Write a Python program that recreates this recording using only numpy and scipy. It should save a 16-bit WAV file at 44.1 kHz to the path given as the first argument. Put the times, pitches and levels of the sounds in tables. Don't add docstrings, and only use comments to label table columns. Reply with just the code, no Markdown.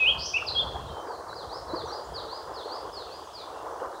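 import sys
import numpy as np
from scipy import signal
from scipy.fft import rfft, irfft
from scipy.io import wavfile
from scipy.ndimage import uniform_filter1d

SR = 44100
rng = np.random.default_rng(int(sys.argv[2]) if len(sys.argv) > 2 else 0)


def output_pcm(signal):
    pcm = np.clip(np.atleast_2d(signal).T, -1, 1) * 32767
    wavfile.write(sys.argv[1], SR, np.round(pcm).astype(np.int16))


N = 176400

# frequency in Hz, relative density in dB.
AIR_SPECTRUM = [(200, -16.5), (2000, -6), (2600, -6.5), (3300, -7), (4200, 3.5), (5000, 3.5), (7000, 0),
                (10400, -4.5), (11000, -12), (13000, -11.5), (15500, -7.5)]
WIND_SPECTRUM = [(20, -48), (35, -19), (50, -2), (75, 2), (110, -4.5), (170, -10.5), (260, -16), (500, -35),
                 (1500, -70)]
CHORUS_SPECTRUM = [(1500, -40), (2200, -14.5), (2900, -3), (3400, 3.5), (4200, -12.5), (6000, -18.5),
                   (8000, -32)]
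BROOK_SPECTRUM = [(100, -31), (230, -13), (320, -5), (450, 1), (700, 0), (1050, 0.5), (1350, -7),
                  (1700, -15), (2100, -25), (3000, -46.5)]
# time in seconds, gain in dB.
WIND_ENVELOPE = [(0, -54), (.14, -40.5), (.3, -52), (.52, -49), (.62, -41), (.93, -42), (1.02, -60),
                 (1.45, -52.5), (1.7, -51), (1.83, -43.5), (2.0, -65.5), (2.11, -46.5), (2.4, -63),
                 (2.49, -50), (2.66, -66), (2.85, -56.5), (3.3, -59), (4, -60.5)]
CHORUS_ENVELOPE = [(0, -44.5), (.25, -54), (.85, -58), (1.2, -73), (1.9, -63), (2.5, -61.5), (2.8, -59.5),
                   (3.25, -57.5), (3.55, -60.5), (4, -70)]
BROOK_ENVELOPE = [(0, -42.5), (.4, -41.5), (.55, -38), (.66, -37.5), (.735, -40.5), (.79, -38.5),
                  (.93, -41.5), (1.07, -35.5), (1.16, -39.5), (1.65, -40), (1.77, -35.5), (2.07, -41),
                  (2.22, -37.5), (2.45, -41), (2.58, -40), (2.85, -39), (3.26, -43.5), (3.6, -41),
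                  (3.82, -35), (4, -40)]
# start in seconds, initial pitch in Hz, gain in dB.
GLUG_EVENTS = [(0.425, 1170, -22.5), (.757, 685, -22.5), (0.969, 776, -24.5), (1.046, 474, -37.5),
               (1.071, 1487, -33.5), (1.105, 840, -23), (1.329, 1370, -28.5), (1.734, 313, -21.5),
               (1.745, 973, -24.5), (1.836, 403, -25), (1.857, 800, -25), (2.329, 870, -25),
               (2.657, 413, -27), (3.064, 422, -34), (3.818, 450, -22.5), (3.875, 487, -30)]
# frequency in Hz, T60 in seconds.
TREE_DECAY = [(2000, 0.45), (3200, 0.74), (4500, 0.65), (7000, 0.47)]
# start and length in seconds, first and last pitch in Hz, relative level in dB.
DISTANT_CALLS = [(0.085, 0.054, 4344, 4520, -59), (.78, 0.073, 2760, 2670, -63),
                 (0.992, .06, 6100, 5750, -64), (1.13, 0.044, 4280, 4110, -54),
                 (1.494, .07, 5850, 5290, -63.5), (1.569, .05, 4470, 3870, -57),
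                 (2.042, 0.022, 6900, 7100, -56.5), (2.074, 0.129, 3105, 3294, -63),
                 (2.637, 0.0394, 4360, 4310, -46.5), (3.06, 0.063, 2810, 2560, -62),
                 (3.18, 0.052, 3300, 3054, -67.5), (3.247, .05, 6600, 6100, -60.5),
                 (3.36, 0.084, 2440, 2256, -62), (3.536, .05, 2800, 2720, -59.5),
                 (3.704, 0.035, 5980, 6060, -62), (3.792, 0.0275, 2908, 2945, -59),
                 (3.933, 0.056, 3786, 4000, -57.5)]
# start and length in seconds, first and last pitch in Hz, level in dB,
# bend from 0 to 1.
FALLING_SLURS = [(1.06, 0.14, 4980, 3999, -57.5, 0.2), (1.352, 0.095, 5180, 3012, -45.5, 0.16),
                 (1.748, 0.088, 5092, 3136, -41.5, 0.18), (1.855, .11, 6265, 4850, -54, 0.23),
                 (2.138, 0.085, 5170, 3000, -41.5, 0), (2.538, .105, 5290, 3029, -45.5, 0.4),
                 (2.928, 0.12, 5248, 3400, -45, 0.3), (3.333, .105, 5230, 3350, -44, 0.2)]
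RISING_SLURS = [(1.492, 0.086, 3650, 5410, -46.5, 0.56), (1.88, 0.0953, 3580, 5088, -44.5, .8),
                (2.275, 0.11, 3460, 5050, -46.5, 1), (2.685, 0.084, 3710, 5220, -45, 0.5),
                (3.10, 0.073, 3953, 4987, -50.5, 0.8)]
# start and length in seconds, edge and bottom pitch in Hz, level in dB.
LEAD_IN_SCOOPS = [(.855, .075, 4600, 3700, -56), (1.28, .068, 4800, 3930, -50.5),
                  (1.68, .064, 4750, 3950, -48.5)]
# time in seconds, pitch in Hz, level in dB.
WHISTLE_CONTOURS = [
    [(0, 2614, -31.5), (.010, 2554, -23.5), (.030, 2548, -19), (.052, 2510, -21), (.063, 2690, -23),
     (.073, 2905, -21), (.083, 3076, -18), (.098, 3238, -21.5), (.112, 3284, -25.5), (.125, 3280, -41.5)],
    [(.335, 2482, -41), (.345, 2520, -22.5), (.358, 2686, -28), (.371, 2666, -20.5), (.377, 3030, -31),
     (.383, 2340, -30), (.391, 2280, -44)],
    [(.544, 3470, -50), (.553, 3284, -34), (.568, 3285, -25), (.586, 3248, -25), (.599, 3552, -22),
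     (.611, 3290, -25.5), (.622, 3190, -30)],
    [(.892, 3160, -56), (.905, 3165, -49), (.94, 3130, -58), (.98, 3114, -54.5), (1.04, 3093, -63)],
]
BUZZ_CONTOUR = [(.176, 4468, -51.5), (.195, 4660, -39), (.225, 5060, -36), (0.244, 5340, -40),
                (0.263, 5680, -33.5), (.278, 5710, -43.5)]
CHIRP_CONTOUR = [(0.461, 5250, -50), (0.469, 5150, -39.5), (0.483, 4590, -31.5), (0.487, 4139, -27.5),
                 (.497, 4120, -35), (.507, 3800, -54)]

WAVER_DEPTH, WAVER_HZ = 0.004, 510


def amp(db):
    return 10 ** (np.asarray(db) / 20)


def unit_rms(x):
    return x / np.sqrt(np.mean(x ** 2) + 1e-20)


def log_interp(points, hz):
    point_hz, values = np.transpose(points)
    return np.interp(np.log(hz + 1), np.log(point_hz), values)


def envelope(points):
    return amp(np.interp(np.arange(N) / SR, *np.transpose(points)))


def colour(x, spectrum):
    gain = amp(log_interp(spectrum, np.fft.rfftfreq(N, 1 / SR)))
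    return unit_rms(irfft(rfft(x) * gain, N))


def wobble(size, rate_hz):
    rolloff = 1 + (np.fft.rfftfreq(size, 1 / SR) / rate_hz) ** 4
    return unit_rms(irfft(rfft(rng.standard_normal(size)) / rolloff, size))


def add(mix, start_s, sound):
    part = mix[max(0, round(start_s * SR)):][:len(sound)]
    part += sound[:len(part)]


def air(level_db=-58):
    return amp(level_db) * colour(rng.standard_normal(N), AIR_SPECTRUM)


def wind(buffet_db=2, buffet_hz=14):
    buffets = unit_rms(amp(buffet_db * wobble(N, buffet_hz)))
    return envelope(WIND_ENVELOPE) * buffets * colour(rng.standard_normal(N), WIND_SPECTRUM)


def chorus():
    return envelope(CHORUS_ENVELOPE) * colour(rng.standard_normal(N), CHORUS_SPECTRUM)


def bubble(hz, cycles, glide=0.1265):
    age = np.arange(0, 6, hz / cycles / SR)
    ring = (1 - np.exp(-6 * age)) * np.exp(-age)
    return ring * np.sin(2 * np.pi * cycles * (age + glide * age ** 2 / 2))


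def brook(bubbles_per_s=2000, bands=36, spread_db=3, surge_db=1.3, surge_hz=11):
    swarm = np.zeros(N)
    count = int(bubbles_per_s * N / SR / bands)
    for hz in np.geomspace(280, 2200, num=bands):
        onsets = np.zeros(N)
        strengths = amp(spread_db * np.minimum(rng.exponential(1, count), 4))
        onsets[rng.integers(0, N, count)] = strengths * rng.choice([-1, 1], count)
        swarm += np.sqrt(hz) * unit_rms(signal.oaconvolve(onsets, bubble(hz, cycles=4.64))[:N])
    surge = unit_rms(amp(surge_db * wobble(N, surge_hz)))
    babble = amp(-1) * colour(swarm, BROOK_SPECTRUM)
    wash = amp(-6) * colour(rng.standard_normal(N), BROOK_SPECTRUM)
    out = envelope(BROOK_ENVELOPE) * surge * (babble + wash)
    for start_s, hz, db in GLUG_EVENTS:
        add(out, start_s, amp(db) * bubble(hz, cycles=3.8))
    return out


def trees(x, early_db, tail_db, early_t60_s=0.27, first_echo_s=0.011, echoes_per_s=3000):
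    t = np.arange(SR) / SR
    taps = rng.standard_normal((2, SR)) * (rng.random((2, SR)) < echoes_per_s / SR) * (t > first_echo_s)
    early = taps[0] * amp(-60 * t / early_t60_s)
    hz, frame_s, frames = signal.stft(taps[1], SR, nperseg=256)
    decay = amp(-60 * frame_s / log_interp(TREE_DECAY, hz)[:, None])
    tail = signal.istft(frames * decay, SR, nperseg=256)[1][:SR]
    response = amp(early_db) * early / np.linalg.norm(early) + amp(tail_db) * tail / np.linalg.norm(tail)
    return x + signal.fftconvolve(x, response)[:N]


def syrinx(hz, db, fade_s=0.00133):
    t = np.arange(len(hz)) / SR
    fade = np.sin(np.pi / 2 * np.clip(np.minimum(t, t[-1] - t) / fade_s, 0, 1))
    turns = np.cumsum(hz * (1 + WAVER_DEPTH * wobble(len(hz), WAVER_HZ))) / SR
    return np.sqrt(2) * fade * amp(db) * np.sin(2 * np.pi * turns)


def distant_birds(trill_depth=0.035, trill_hz=300, gain_db=-2):
    out = np.zeros(N)
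    for start_s, length_s, first_hz, last_hz, db in DISTANT_CALLS:
        u = np.linspace(0, 1, int(length_s * SR))
        hz = (first_hz + (last_hz - first_hz) * u) * (1 + trill_depth * wobble(len(u), trill_hz))
        arch = np.sqrt(4 * u * (1 - u))
        add(out, start_s, arch * syrinx(hz, db + gain_db))
    return out


def far_bird(flutter_db=2.5, flutter_hz=60, scoop_edge_db=-4):
    out = np.zeros(N)
    slur_shapes = [(FALLING_SLURS, 0.24, -11, -16.5), (RISING_SLURS, 0.44, -8.5, -9)]
    for slurs, peak, onset_db, end_db in slur_shapes:
        for start_s, length_s, first_hz, last_hz, db, bend in slurs:
            u = np.linspace(0, 1, int(length_s * SR))
            hz = first_hz + (last_hz - first_hz) * (u + bend * u * (1 - u))
            attack_db = onset_db * (1 - u / peak) ** 2
            release_db = end_db * ((u - peak) / (1 - peak)) ** 2
            swell_db = np.where(u < peak, attack_db, release_db)
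            add(out, start_s, syrinx(hz, db + swell_db + flutter_db * wobble(len(u), flutter_hz)))
    for start_s, length_s, edge_hz, bottom_hz, db in LEAD_IN_SCOOPS:
        u = np.linspace(0, 1, int(length_s * SR))
        height = 1 - np.sin(np.pi * np.interp(u, [0, 0.4, 1], [0, 0.5, 1]))
        hz = bottom_hz + (edge_hz - bottom_hz) * height
        add(out, start_s, syrinx(hz, db + scoop_edge_db * height))
    return out


def trace(contour):
    time_s, hz, db = np.transpose(contour)
    t = np.arange(time_s[0], time_s[-1], 1 / SR)
    return uniform_filter1d(np.interp(t, time_s, hz), size=200), np.interp(t, time_s, db)


def near_buzz(rate_hz=230, rate_spread=0.3, swing=0.065, jitter=0.041):
    out = np.zeros(N)
    hz, db = trace(BUZZ_CONTOUR)
    turns = np.cumsum(rate_hz * (1 + rate_spread * wobble(len(hz), WAVER_HZ))) / SR
    shake = swing * np.sin(2 * np.pi * turns) + jitter * wobble(len(hz), WAVER_HZ)
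    add(out, BUZZ_CONTOUR[0][0], syrinx(hz * (1 + shake), db))
    return out


def near_chirp(jitter=0.025):
    out = np.zeros(N)
    hz, db = trace(CHIRP_CONTOUR)
    add(out, CHIRP_CONTOUR[0][0], syrinx(hz * (1 + jitter * wobble(len(hz), WAVER_HZ)), db))
    return out


def near_whistles():
    out = np.zeros(N)
    for contour in WHISTLE_CONTOURS:
        add(out, contour[0][0], syrinx(*trace(contour)))
    return out


def scene():
    birds = (trees(near_whistles(), early_db=-7.5, tail_db=-15)
             + trees(near_buzz() + near_chirp(), early_db=-6.5, tail_db=-1)
             + trees(far_bird(), early_db=-6.5, tail_db=-4.5)
             + trees(distant_birds(), early_db=-6, tail_db=-2))
    return (birds + brook() + wind() + air() + chorus())[None]


def record(dry):
    lowpass = signal.firwin(511, 15800, window=("kaiser", 9), fs=SR)
    return signal.oaconvolve(dry, lowpass[None], "same")


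dry = scene()
out = record(dry)
output_pcm(out)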